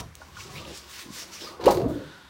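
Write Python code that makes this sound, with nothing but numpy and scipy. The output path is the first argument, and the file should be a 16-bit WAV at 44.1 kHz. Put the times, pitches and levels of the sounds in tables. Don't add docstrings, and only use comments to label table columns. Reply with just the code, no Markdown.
import sys
import numpy as np
from scipy import signal
from scipy.fft import rfft, irfft
from scipy.io import wavfile
from scipy.ndimage import uniform_filter1d

SR = 44100
rng = np.random.default_rng(int(sys.argv[2]) if len(sys.argv) > 2 else 0)


def dump_mix(stems):
    frames = np.atleast_2d(stems).T
    limited = np.clip(frames, -1, 1)
    pcm = np.round(limited * 32767).astype(np.int16)
    wavfile.write(sys.argv[1], SR, pcm)


def convert_level_to_amplitude(level_db):
    exponent = np.asarray(level_db, float) / 20
    return 10 ** exponent


N = 101297
T = np.arange(N) / SR


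def unit(x):
    return x / np.sqrt(np.mean(x ** 2))


def curve(rows, axis=1):
    table = np.array(rows)
    return np.interp(T, table[:, 0], table[:, axis])


def colour(x, points):
    hz, db = np.array(points).T
    bins_hz = np.arange(N // 2 + 1) * SR / N
    gain_db = np.interp(np.log(bins_hz + 1), np.log(hz), db)
    return unit(irfft(rfft(x) * convert_level_to_amplitude(gain_db), N))


def walk(rate):
    hold = max(int(SR / rate), 1)
    steps = np.repeat(rng.standard_normal(N), hold)[:N]
    return unit(uniform_filter1d(uniform_filter1d(steps, hold), hold))


def grit(spread_db):
    contacts = rng.standard_normal(N)
    size_db = spread_db * rng.exponential(size=N)
    return unit(contacts * convert_level_to_amplitude(size_db))


def ring(x, hz, t60):
    r = np.exp(-np.log(1000) / (t60 * SR))
    w = 2 * np.pi * hz / SR
    return signal.lfilter([0, np.sin(w)], [1, -2 * r * np.cos(w), r * r], x)


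def patchy(x):
    bands_hz = 900 * 2 ** np.arange(0, 4.3, 1 / 3)
    return unit(sum(ring(x, hz, 9 / hz) * convert_level_to_amplitude(3.5 * walk(25)) for hz in bands_hz))


def glides(rows):
    out = np.zeros(N)
    for start, db, start_hz, end_hz, length in rows:
        u = np.arange(int(length * SR)) / (length * SR)
        phase = 2 * np.pi * length * (start_hz * u + (end_hz - start_hz) * u ** 2 / 2)
        swell = np.sin(np.pi * u) ** 0.3
        first = int(start * SR)
        out[first:first + len(u)] += convert_level_to_amplitude(db) * swell * np.sin(phase)
    return out


# centre in seconds, level in dB,
# seconds from the centre to where the swell has shrunk to 1/e.
JERKS = [(0.0, -37, 0.011), (0.248, -56.5, 0.12), (0.415, -45.5, 0.047), (0.554, -43, 0.07),
         (0.741, -43.5, 0.087), (0.966, -41, 0.084), (1.186, -38, 0.06), (1.409, -41.5, 0.1)]
# frequency in Hz, relative strength in dB per Hz.
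HISS_COLOUR = [(530, -47), (1200, -17.5), (1790, -10), (2330, -7), (5280, 1), (13200, -10.5), (16000, -5.5)]


def sliding():
    swell = sum(convert_level_to_amplitude(db) * np.exp(-((T - centre) / half) ** 2) for centre, db, half in JERKS)
    return colour(patchy(grit(2.2)), HISS_COLOUR) * swell * convert_level_to_amplitude(walk(62.43))


# time in seconds,
# level in dB of the deep modes, of the low modes, and of the high modes.
SHAKE_LEVELS = [(0, -46, -38.5, -45), (.075, -44, -59, -71), (.12, -64, -66, -68), (.28, -66, -55, -59),
                (.33, -53.5, -60, -59), (.56, -42.5, -48, -51.5), (.7, -51, -43, -50), (.79, -61, -59, -60),
                (1.38, -66.5, -53.5, -55), (1.45, -59, -44.5, -52), (1.52, -68, -48.5, -48),
                (1.585, -72, -52.5, -53.5), (1.6, -73, -45.5, -37.5), (1.655, -54, -32, -34.5),
                (1.685, -40, -19.5, -27), (1.72, -57, -30.5, -31), (1.76, -35, -32, -50),
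                (1.83, -46, -28, -43.5), (1.91, -33.5, -32, -48), (2.0, -57, -38, -83),
                (2.15, -61.5, -57.5, -63)]
GROUP_SPLITS_HZ = (200, 740)
# frequency in Hz before any bending,
# strength in dB relative to the other modes of its group when shaken.
MODES = [(105, 2), (150, 2), (200.5, 2), (253, 0), (300, -6), (343, 7.5), (410, 0), (475, 2), (545, 0.5),
         (635, 0), (710, -0.5), (818, 2), (900, 1), (955, 6), (1085, 9.5), (1230, 4.5), (1440, -2),
         (2340, -24)]
# time in seconds, share of the pitch.
PITCH_SAG = [(1.8, 1.0), (2.1, .8)]


def shaking():
    groups = np.zeros((3, N))
    for hz, db in MODES:
        rub = grit(1.5) * convert_level_to_amplitude(1.5 * walk(30))
        steady = ring(rub, hz, t60=.065)
        bend = np.cumsum(curve(PITCH_SAG) * (1 + .04 * walk(35)))
        mode = np.interp(bend, np.arange(N), steady) * convert_level_to_amplitude(2.5 * walk(40))
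        groups[np.searchsorted(GROUP_SPLITS_HZ, hz)] += convert_level_to_amplitude(db) * unit(mode)
    return sum(unit(g) * convert_level_to_amplitude(curve(SHAKE_LEVELS, axis=k + 1)) for k, g in enumerate(groups))


# time in seconds, level in dB.
RUMBLE_LEVELS = [(0, -45), (.17, -50.5), (.75, -53), (.85, -58.5), (1.5, -57.5), (1.64, -53), (1.68, -26.5),
                 (1.76, -52), (1.88, -39), (2.0, -62.5), (2.3, -63)]


def rumbling():
    rumble_hz, width_hz = 71.8, 7.5
    low = unit(ring(rng.standard_normal(N), rumble_hz, 2.2 / width_hz))
    return low * convert_level_to_amplitude(curve(RUMBLE_LEVELS))


# frequency in Hz, relative strength in dB per Hz.
ROOM_COLOUR = [(24, -10), (354, -10.5), (715, -8), (1520, -2.5), (2150, -5.5), (3740, -14.5), (16000, -26)]


def room():
    return colour(rng.standard_normal(N), ROOM_COLOUR) * convert_level_to_amplitude(-57.5)


# start in seconds, level in dB before the extra treble,
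# extra treble in dB, seconds to fade by 60 dB.
EDGE_CLICKS = [(0.1534, -38, 12, 0.005), (.99, -36, -15, 0.11), (1.598, -44.5, -8, 0.6),
               (1.639, -32, -14, 0.07), (1.6565, -25, -1, .07), (1.68, -33, -5, .15), (1.705, -35, 8, 0.15),
               (1.743, -47, 8, 0.081), (1.770, -34, -9, 0.05), (1.799, -39, -14, .03),
               (1.816, -41, -12, 0.03), (1.877, -62.5, 16, 0.58)]
# frequency in Hz, relative strength in dB per Hz.
EDGE_COLOUR = [(880, -37), (1500, 2), (3250, -3.5), (4120, 3), (5070, -2.5), (10800, -12.5), (13000, -12),
               (16000, -11.5)]


def edge():
    treble_hz, rise_share = 6500, .02
    noise = colour(grit(1.5), EDGE_COLOUR) * convert_level_to_amplitude(1.5 * walk(600))
    treble = signal.sosfiltfilt(signal.butter(2, treble_hz, "high", fs=SR, output="sos"), noise)
    out = np.zeros(N)
    for start, db, treble_db, t60 in EDGE_CLICKS:
        after = np.maximum(T - start, 0)
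        rise = np.minimum(after / (rise_share * t60), 1)
        burst = noise + (convert_level_to_amplitude(treble_db) - 1) * treble
        out += burst * convert_level_to_amplitude(db - 60 * after / t60) * rise
    return out


# start in seconds, strength in dB,
# frequency in Hz near which the modes answer, contact time in milliseconds.
SHEET_TAPS = [(.203, -46, 590, 7.3), (.215, -36.5, 1476, 3.2), (.218, -43.5, 950, 1.67),
              (.368, -33, 1500, 2.4), (0.386, -36, 1080, 7), (1.057, -37.5, 256, 8.5),
              (1.085, -41, 278, 5.7), (1.101, -33.5, 214, 6.9), (1.415, -38.5, 350, 14),
              (1.467, -29.5, 1213, 13.4), (1.596, -28, 454, 9.2), (1.680, -10, 770, 2.15),
              (1.687, -21, 740, 3.9), (1.703, -15, 734, 4.6)]


def tapping():
    blows = np.zeros((len(SHEET_TAPS), N))
    for row, (start, db, near_hz, ms) in zip(blows, SHEET_TAPS):
        u = np.arange(int(ms * SR / 1000) + 2)
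        push = np.sin(np.pi * u / len(u)) * np.sin(2 * np.pi * near_hz * u / SR)
        first = int(start * SR)
        row[first:first + len(u)] = convert_level_to_amplitude(db) * push / np.abs(push).sum()
    near = np.array(SHEET_TAPS)[:, 2]
    out = np.zeros(N)
    for hz, _ in MODES:
        share = np.exp(-(np.log(hz / near) / .5) ** 2)
        out += ring(share @ blows, hz, t60=.055)
    return out


# start in seconds, level in dB before roughening,
# first pitch in Hz, last pitch in Hz, length in seconds.
GRAIN_CATCHES = [(.398, -44, 2320, 2580, 0.017), (.551, -40.5, 2200, 2920, 0.056),
                 (.649, -39, 3120, 2770, 0.008), (1.662, -33, 2950, 2730, 0.014)]


def catching():
    return glides(GRAIN_CATCHES) * walk(1000)


# time in seconds, pitch in Hz, level in dB.
SQUEAK_PATH = [(1.39, 5250, -56), (1.42, 5420, -43), (1.475, 4650, -45), (1.495, 4150, -48),
               (1.51, 3900, -65)]


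def squeaking():
    pitch_hz = curve(SQUEAK_PATH) * (1 + .006 * walk(200))
    phase = 2 * np.pi * np.cumsum(pitch_hz) / SR
    inside = (T > SQUEAK_PATH[0][0]) & (T < SQUEAK_PATH[-1][0])
    return np.sin(phase) * convert_level_to_amplitude(curve(SQUEAK_PATH, axis=2) + 2 * walk(120)) * inside


# start in seconds, peak in dB,
# first pitch in Hz, last pitch in Hz, length in seconds.
SHEET_BUCKLES = [(1.6655, -5.5, 340, 645, 0.014), (1.650, -22, 375, 325, 0.0096),
                 (1.770, -22, 370, 378, 0.015), (1.806, -28, 408, 358, 0.01),
                 (1.828, -21.5, 137, 151, 0.016), (1.838, -26.5, 408, 533, 0.029),
                 (1.854, -19, 263, 256, 0.023), (1.903, -22.5, 200, 157, 0.0059),
                 (1.957, -26, 272, 340, 0.013)]


def buckling():
    return glides(SHEET_BUCKLES)


# time in seconds, level in dB.
BRUSH_LEVELS = [(1.8, -63), (1.95, -51.5), (2.1, -50.5), (2.3, -57)]
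# frequency in Hz, relative strength in dB per Hz.
BRUSH_COLOUR = [(530, -31), (900, -4), (1170, -9.5), (1460, 0.5), (2300, -19), (2700, -13), (3590, -8),
                (4920, -16), (5960, -20), (7060, -23.5), (16000, -39)]


def brushing():
    rub = colour(grit(0.53), BRUSH_COLOUR)
    level_db = curve(BRUSH_LEVELS) + walk(29.77)
    return rub * convert_level_to_amplitude(level_db) * (T > BRUSH_LEVELS[0][0])


def echo(near):
    t = T[:SR // 2]
    fade = convert_level_to_amplitude(-60 * t / 0.38)
    tail = rng.standard_normal(len(t)) * fade * (t > .003)
    tail = tail / np.sqrt(np.sum(tail ** 2))
    return convert_level_to_amplitude(-8.5) * signal.fftconvolve(near, tail)[:N]


def scene():
    near = sliding() + squeaking() + shaking() + tapping() + buckling() + catching() + edge() + brushing()
    return (near + echo(near) + rumbling() + room())[None]


def low_pass(x):
    return signal.sosfilt(signal.butter(12, 16970, fs=SR, output="sos"), x)


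def record(dry):
    bass_hz, top_hz = 45, 15800
    mix = signal.sosfilt(signal.butter(2, bass_hz, "high", fs=SR, output="sos"), dry)
    mix = signal.sosfilt(signal.ellip(10, .3, 70, top_hz, fs=SR, output="sos"), mix)
    return low_pass(mix)


dry = scene()
out = record(dry)
dump_mix(out)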